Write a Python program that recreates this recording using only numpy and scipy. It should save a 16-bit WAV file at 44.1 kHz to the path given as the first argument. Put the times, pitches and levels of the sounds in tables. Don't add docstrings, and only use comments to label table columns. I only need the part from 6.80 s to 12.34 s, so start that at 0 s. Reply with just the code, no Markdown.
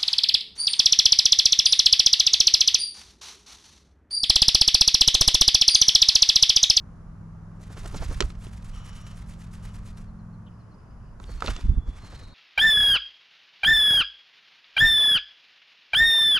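import sys
import numpy as np
from scipy import signal
from scipy.fft import rfft, irfft, next_fast_len
from scipy.io import wavfile
from scipy.ndimage import uniform_filter1d, map_coordinates

SR = 44100
rng = np.random.default_rng(int(sys.argv[2]) if len(sys.argv) > 2 else 0)


def pcm_store(signal):
    levels = np.round(np.clip(np.atleast_2d(signal), -1, 1) * 32767)
    wavfile.write(sys.argv[1], SR, levels.astype(np.int16).T)


N = 244314

# frequency in Hz, relative spectral density in dB.
TRAFFIC_WASH = [(150, -24), (250, -5), (400, -8), (830, -10.5), (1150, -8), (1600, -15.5), (2400, -29),
                (3600, -36), (5800, -32.5), (7400, -36.5), (8600, -44.5), (10200, -35.5), (11000, -47.5),
                (15000, -56.5)]
TRAFFIC_RUMBLE = [(30, -13), (55, -2.5), (110, -1.5), (200, -11), (270, -16.5), (420, -37.5), (900, -71)]
EDDY_SPECTRUM = [(6, -22), (20, 2.5), (45, 2.5), (75, -4.5), (130, -12.5), (300, -42.5)]
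PUFF_SPECTRUM = [(20, -12), (50, 3.5), (95, -5), (160, -11.5), (260, -20.5), (450, -39), (1200, -97)]
WHOOSH_SPECTRUM = [(100, -4), (250, 4), (550, 0.5), (900, -5), (1400, -5.5), (2500, -20), (6000, -19.5),
                   (14000, -50)]
FEATHER_HISS = [(1500, -25), (4000, -11), (6500, 0), (8200, -2.5), (10200, -3), (12500, -14), (15000, -26)]
FEATHER_BODY = [(300, -15.5), (700, 5), (1300, 10), (2000, 8.5), (3500, 4), (5500, 1), (8000, -6.5),
                (14000, -39.5)]
THUD_SPECTRUM = [(120, -14), (250, -7), (380, 0.5), (520, -5.5), (800, -35), (2000, -53)]
CLICK_SPECTRUM = [(700, -2), (1620, -15), (1980, 4), (4100, 4.5), (5500, -1), (7200, -2.5), (8500, -15.5),
                  (12000, -25), (15000, -43)]
# frequency in Hz, left-right correlation.
WASH_LIKENESS = [(240, 0.47), (950, 0.56), (3800, 0.28), (15000, 0.47)]
# frequency in Hz, lag of the left in radians.
PORT_LAG = [(200, 0.036), (1200, 0.66), (3500, 1), (8000, 0.36)]

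# time in seconds, crank speed in Hz, relative level in dB.
ENGINE_RUN = [(0, 20.4, -54), (.45, 20.6, -48.5), (1.1, 20.7, -49), (1.85, 21.07, -49.5),
              (2.8, 21.05, -49.5), (3.6, 21.5, -47), (3.87, 21.9, -57), (5.54, 22.6, -62)]
# multiple of the crank speed, relative level in dB.
CRANK_ORDERS = [(5, 4.5), (6, -6), (8, 3.5), (9, -8), (10, -2)]
# pitch in Hz, width in Hz, relative level in dB.
CREAK_PARTIALS = [(1205, 140, -54), (2970, 130, -56.5), (5670, 200, -60), (6750, 280, -67)]
# start and end in seconds, relative level in dB.
CREAKS = [(1.921, 2.343, 0), (2.805, 2.923, -6.5)]
CHIRP_STARTS = [3.014, 3.134, 3.276, 3.386, 3.528, 3.797, 3.911]
# start and end in seconds, first and last pitch in Hz,
# width in Hz, relative starting level in dB, change over the note in dB.
SONG_NOTES = [(4.468, 4.605, 4460, 4370, 30, -54, -4), (4.72, 4.785, 3515, 3495, 20, -53, 4),
              (4.8, 4.97, 3495, 3470, 35, -59, -6), (4.98, 5.2, 3400, 3430, 35, -62, -3),
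              (5.18, 5.29, 4150, 4240, 60, -61, 6), (5.3, 5.6, 4210, 4230, 190, -56, -1),
              (5.27, 5.6, 3880, 3800, 120, -61, 0)]

# time in seconds, level in dB.
BREEZE_LEVELS = [(0, -46), (.8, -46.5), (3.3, -45), (3.8, -57.5), (4.4, -41), (5.54, -48.5)]
# time in seconds, relative level in dB.
DOWNWASH = [(1.163, -30.5), (1.214, -29.5), (1.302, -29.5), (1.37, -35), (1.444, -28), (4.553, -33),
            (4.693, -30), (4.715, -30.5), (4.854, -22.5), (4.897, -20), (4.928, -24), (4.981, -21.5),
            (5.088, -27.5)]
# time in seconds, relative hiss and whoosh levels in dB.
STROKES = [(0.814, -61.5, -54), (.908, -59, -48.5), (.976, -54, -43.5), (1.057, -56, -38.5),
           (1.149, -50.5, -36.5), (1.229, -51, -33.5), (1.317, -52.5, -37), (1.438, -56.5, -39.5),
           (4.499, -56.5, -47.5), (4.598, -64, -68), (4.645, -53, -36.5), (4.688, -54, -30.5),
           (4.791, -62.5, -49), (4.882, -71.5, -67), (5.078, -69.5, -53), (5.156, -64, -57),
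           (5.248, -63, -49), (5.332, -63, -44.5), (5.423, -69, -51)]
# time in seconds, relative hiss level in dB,
# level of the folding swish against the opening one in dB.
SHIVERS = [(1.608, -63.5, -5), (1.646, -57.5, -8.5), (1.737, -60, -3), (1.854, -60.5, 0.5),
           (1.953, -58.5, -5), (2.058, -58.5, -5), (2.168, -57.5, -7.5), (2.275, -59, -3), (2.378, -57, -7),
           (2.498, -57, -9.5), (2.606, -59, -6), (2.741, -56.5, -10.5), (2.85, -56, -11.5),
           (2.952, -58, -11), (3.069, -59, -11.5), (3.183, -62.5, -3.5), (4.429, -64, -6)]
# start in seconds, relative hiss and body levels in dB.
QUILL_FLICKS = [(.971, -61, -43), (1.057, -48, -36.5), (1.076, -43, -55), (1.122, -51, -48),
                (1.823, -63, -50), (1.949, -66, -51), (2.129, -63, -44), (2.212, -52.5, -57),
                (2.265, -59, -40.5), (3.172, -55.5, -46.5), (4.604, -58, -37.5), (5.32, -72, -44.5)]
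# start in seconds, first and last pitch in Hz, relative level in dB.
SKIDS = [(4.6606, 4900, 3000, -37), (4.6732, 4200, 3900, -37), (4.6786, 3000, 2400, -33.5),
         (4.682, 4100, 4250, -40), (4.695, 2900, 3100, -43)]
# frequency in Hz, relative level in dB, seconds to fall by 60 dB.
TRAY_MODES = [(560, -12, .021), (800, -9, .015), (1010, -7, .019), (1290, 4, .015), (1930, -16, .019),
              (2304, -20, .025), (3200, -19, .014), (3800, -16, .009), (4250, -14, .008)]
# start in seconds, relative knock, thud and click levels in dB,
# upper edge of the click in Hz.
FOOTFALLS = [(1.4053, -22, -33, -13.5, 10000), (1.4112, -33, -20, -24, 16000),
             (1.4236, -33, -42, -27, 6500), (1.503, -43, -46, -39, 7000), (1.668, -62, -43.5, -43.5, 6000),
             (4.4, -38.5, -43, -47, 12000), (4.4405, -47, -50, -45, 6000),
             (4.6226, -23.5, -38, -33.5, 11000), (4.6612, -53, -47, -30.5, 14000),
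             (4.6732, -42, -47, -29.5, 9000), (4.6808, -28, -37, -29, 3200),
             (4.764, -43, -49, -33.5, 14000), (4.811, -44.5, -56, -47, 5000)]


def amp(db):
    return 10 ** (np.asarray(db) / 20)


def unit(x):
    return x / np.sqrt(np.mean(x ** 2) + 1e-20)


def clock():
    return np.arange(N) / SR


def along(points, hz):
    knots_hz, values = np.transpose(points)
    return np.interp(np.log(hz + 1), np.log(knots_hz + 1), values)


def curves(rows):
    times, *columns = np.transpose(rows)
    return [np.interp(clock(), times, column) for column in columns]


def wobble(rate):
    return map_coordinates(rng.standard_normal(int(N * rate / SR) + 4), [np.arange(N) * rate / SR])


def filtered(x, response):
    size = next_fast_len(x.shape[-1] + SR // 4)
    return irfft(rfft(x, size) * response(np.fft.rfftfreq(size, 1 / SR)), size)[..., :x.shape[-1]]


def coloured(x, spectrum):
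    top_hz = spectrum[-1][0]
    return unit(filtered(x, lambda hz: amp(along(spectrum, hz)) / np.hypot(1, (hz / top_hz) ** 10)))


def white_pair(side_db):
    mid, side = rng.standard_normal((2, N))
    return unit(np.array([mid + amp(side_db) * side, mid - amp(side_db) * side]))


def band(hz, width_hz):
    return unit(filtered(rng.standard_normal(N), lambda f: 1 / (1 + ((f - hz) / (0.85 * width_hz)) ** 4)))


def pan(db):
    return amp(np.array([db, -db]).reshape(2, -1) / 2)


def swells(times, levels_db, rise, fall):
    t = clock()
    each = (amp(db) / (1 + ((t - s) / np.where(t < s, rise, fall)) ** 2) for s, db in zip(times, levels_db))
    return np.sqrt(sum(swell ** 2 for swell in each))


def gate(start, end, edge):
    return np.clip((clock() - start) / edge, 0, 1) * np.clip((end - clock()) / edge + 1, 0, 1)


def progress(start, length):
    return np.clip((clock() - start) / length, 0, 1)


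def phase_of(hz):
    return 2 * np.pi * np.cumsum(hz) / SR


def echoes(x, t60):
    t = np.arange(SR // 2) / SR
    tail = rng.standard_normal((2, len(t))) * amp(-60 * t / t60)
    return signal.fftconvolve(np.atleast_2d(x), tail / np.linalg.norm(tail[0]), axes=1)[:, :N]


def ports(x):
    return filtered(x, lambda hz: np.exp(.5j * along(PORT_LAG, hz) * np.array([[-1], [1]])))


def traffic():
    def mid_side_gains(hz):
        angle = np.arccos(np.clip(along(WASH_LIKENESS, hz), -1, 1)) / 2
        return np.array([np.cos(angle), np.sin(angle)])
    mid, side = filtered(rng.standard_normal((2, N)), mid_side_gains)
    wash = amp(-57.5 + 0.24 * wobble(4.0)) * coloured(np.array([mid + side, mid - side]), TRAFFIC_WASH)
    rumble = amp(-48.5 + 0.74 * wobble(4.2)) * coloured(white_pair(side_db=-13.5), TRAFFIC_RUMBLE)
    return wash + rumble


def engine(flicker_db=1.5, jitter_rad=.15):
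    speed_hz, level_db = curves(ENGINE_RUN)
    crank = phase_of(speed_hz)
    drone = np.zeros(N)
    for order, db in CRANK_ORDERS:
        gain = amp(db + flicker_db * wobble(3))
        drone += gain * np.sin(order * crank + jitter_rad * wobble(8) + 2 * np.pi * rng.random())
    return amp(level_db) * drone


def bird_tone(hz, width_hz, hoarse_width_hz=37):
    rough = min(width_hz / hoarse_width_hz, 1) ** 2
    tone = np.sin(phase_of(hz * np.ones(N)) + (.4 + rough) * wobble(2 * width_hz))
    return unit(tone * amp((1 + 3 * rough) * wobble(1.5 * width_hz)))


def chirp(start, top_hz, db, hoarse):
    u = progress(start, length=.033)
    phase = phase_of(top_hz * (1 - .17 * u ** 2)) + hoarse * wobble(600)
    return amp(db) * np.sin(np.pi * u ** .7) * np.sin(phase)


def creaking_call(fade_db_per_s=12):
    partials = sum(amp(db) * bird_tone(hz, width_hz) for hz, width_hz, db in CREAK_PARTIALS)
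    envelope = sum(amp(db - fade_db_per_s * np.abs(clock() - start)) * gate(start, end, edge=0.021)
                   for start, end, db in CREAKS)
    return envelope * (partials + amp(-55) * band(1900, width_hz=2800))


def songbirds():
    song = creaking_call()
    song += sum(chirp(s, top_hz=4370, db=-68 + 0.5 * k, hoarse=.3) for k, s in enumerate(CHIRP_STARTS))
    song += chirp(3.662, top_hz=3240, db=-55, hoarse=3.1)
    twitter = sum(unit(band(hz, width_hz=420) * amp(3.5 * wobble(70))) for hz in (2750, 5000))
    song += amp(-76.5) * gate(3.68, 4.32, edge=.04) * twitter
    for start, end, start_hz, end_hz, width_hz, db, change_db in SONG_NOTES:
        u = progress(start, end - start)
        envelope = gate(start, end, edge=width_hz / 3000)
        song += amp(db + change_db * u) * envelope * bird_tone(start_hz + (end_hz - start_hz) * u, width_hz)
    return amp(-4.5) * song + amp(-13) * echoes(song, t60=0.36)


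def swishes(lag_s=0.016, recovery_s=0.045, recovery_db=-5, fold_s=0.036, turn_away_s=4.58):
    flying = [(s + lag_s, db, 0.5 + 6 * (s >= turn_away_s), recovery_s, recovery_db) for s, db, _ in STROKES]
    perched = [(s, db, 0, fold_s, fold_db) for s, db, fold_db in SHIVERS]
    opens, db, extra_body_db, close_delay, close_db = np.transpose(flying + perched)
    hiss_db = np.r_[db, db + close_db]
    body_db = hiss_db + np.r_[extra_body_db + 0.83, extra_body_db + 1.5]
    return np.r_[opens, opens + close_delay], hiss_db, body_db


def draught(linger_s=0.15, growth=1.298):
    times, hiss_db, _ = swishes()
    decay = np.exp(-1 / (linger_s * SR))
    effort = signal.lfilter([1 - decay], [1, -decay], swells(times, hiss_db, rise=0.016, fall=0.016))
    stirred = amp(42) * effort ** growth * pan(-1.7)
    breeze = amp(curves(BREEZE_LEVELS)[0])
    return np.hypot(breeze, stirred) * coloured(white_pair(side_db=-18.5), EDDY_SPECTRUM)


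def downwash(half_length_s=0.0061):
    envelope = swells(*np.transpose(DOWNWASH), rise=.011, fall=.011)
    pressure = amp(-0.5) * envelope * coloured(white_pair(side_db=-9), PUFF_SPECTRUM)
    for s, db in DOWNWASH:
        spread = ((clock() - s) / half_length_s) ** 2
        pressure += amp(db + 6) * (spread - 1) * np.exp(-spread / 2)
    return pressure * pan(-4.0)


def wing_whoosh(ruffle_db=3, ruffles_per_s=330):
    times, _, whoosh_db = np.transpose(STROKES)
    envelope = amp(1.0) * swells(times, whoosh_db, rise=0.0095, fall=0.0081)
    air = amp(ruffle_db * wobble(ruffles_per_s)) * white_pair(side_db=-19.5)
    return envelope * coloured(air, WHOOSH_SPECTRUM) * pan(-2.7)


def wing_whistle(top_hz=8100, end_hz=2400, brake_s=1.17):
    out = np.zeros(N)
    in_phase, quadrature = wobble(3600), wobble(3600)
    for s, hiss_db, _ in STROKES:
        u = progress(s, length=.052)
        phase = phase_of(top_hz + (end_hz - top_hz) * u)
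        breathy_tone = in_phase * np.sin(phase) + quadrature * np.cos(phase)
        flare_db = 12 * np.exp(-((s - brake_s) / .07) ** 2)
        out += amp(hiss_db - 7 + flare_db) * np.sin(np.pi * u) * breathy_tone
    return out * pan(-1.9)


def quill_flicks(rise_s=0.0026, t60=0.034):
    hiss, body = np.zeros((2, N))
    for s, hiss_db, body_db in QUILL_FLICKS:
        t = np.maximum(clock() - s, 0)
        snap = (1 - np.exp(-t / rise_s)) * amp(-60 * t / t60)
        hiss += amp(hiss_db) * snap
        body += amp(body_db) * snap
    return hiss, body


def feathers():
    times, hiss_db, body_db = swishes()
    grain = amp(1.8 * wobble(900) + 2 * wobble(130))
    swish_hiss = amp(-0.3) * swells(times, hiss_db, rise=0.013, fall=0.014)
    swish_body = swells(times, body_db, rise=0.01, fall=0.027)
    rustle = amp(-8.5) * np.abs(uniform_filter1d(swish_body, size=SR // 5))
    flick_hiss, flick_body = quill_flicks()
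    hiss_level = np.hypot(swish_hiss, amp(3.5) * flick_hiss)
    body_level = amp(2.5) * np.sqrt(swish_body ** 2 + rustle ** 2 + flick_body ** 2)
    hiss = hiss_level * coloured(grain * white_pair(side_db=-20.5), FEATHER_HISS)
    body = body_level * coloured(grain * white_pair(side_db=-18.0), FEATHER_BODY)
    return hiss * pan(-.6) + body * pan(-1.2)


def claw_skids(slips_per_s=1600):
    out = np.zeros(N)
    jitter = .75 * wobble(slips_per_s)
    grain = amp(2 * wobble(slips_per_s))
    for s, start_hz, end_hz, db in SKIDS:
        u = progress(s, length=.0055)
        phase = phase_of(start_hz + (end_hz - start_hz) * u)
        out += amp(db) * np.sqrt(np.abs(np.sin(np.pi * u))) * np.sin(phase + jitter)
    return grain * out


def claw_knocks(floor_hz=360, floor_t60=.045):
    out = np.zeros((2, N + SR))
    t = np.arange(SR // 5) / SR
    grip = 1 - np.exp(-t / 0.00034)
    for s, knock_db, thud_db, click_db, edge_hz in FOOTFALLS:
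        ring = np.zeros((2, len(t)))
        for hz, db, t60 in TRAY_MODES:
            envelope = amp(db + rng.normal(0, 3.1) - 60 * t / t60)
            port_phase = rng.normal(0, 0.74, (2, 1))
            ring += envelope * np.sin(2 * np.pi * hz * t + port_phase)
        noise = rng.standard_normal(len(t)) + 0.28 * rng.standard_normal((2, len(t)))
        scratch = filtered(coloured(noise, CLICK_SPECTRUM), lambda hz: 1 / np.hypot(1, (hz / edge_hz) ** 2))
        click = scratch * (amp(-60 * t / 0.0087) + amp(-24 - 60 * t / 0.06))
        floor = 1.6 * np.sin(2 * np.pi * floor_hz * t) + coloured(rng.standard_normal(len(t)), THUD_SPECTRUM)
        thud = floor * amp(-60 * t / floor_t60)
        hit = (amp(knock_db + 2) * ring * pan(-8.5)
               + amp(click_db + 4.5) * click * pan(-1.7)
               + amp(thud_db - 6.5) * thud * pan(-13.0))
        start = round(s * SR)
        out[:, start:start + len(t)] += grip * hit
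    return out[:, :N]


def scene():
    tray = claw_knocks() + claw_skids() + claw_skids()
    wings = feathers() + wing_whistle() + wing_whoosh() + downwash() + draught()
    birds = wings + tray + amp(-22.5) * echoes(tray, t60=0.11) + songbirds()
    return ports(birds) + engine() + traffic()


def record(dry, top_hz=15700):
    return filtered(dry, lambda hz: hz < top_hz)


dry = scene()
out = record(dry)
pcm_store(out)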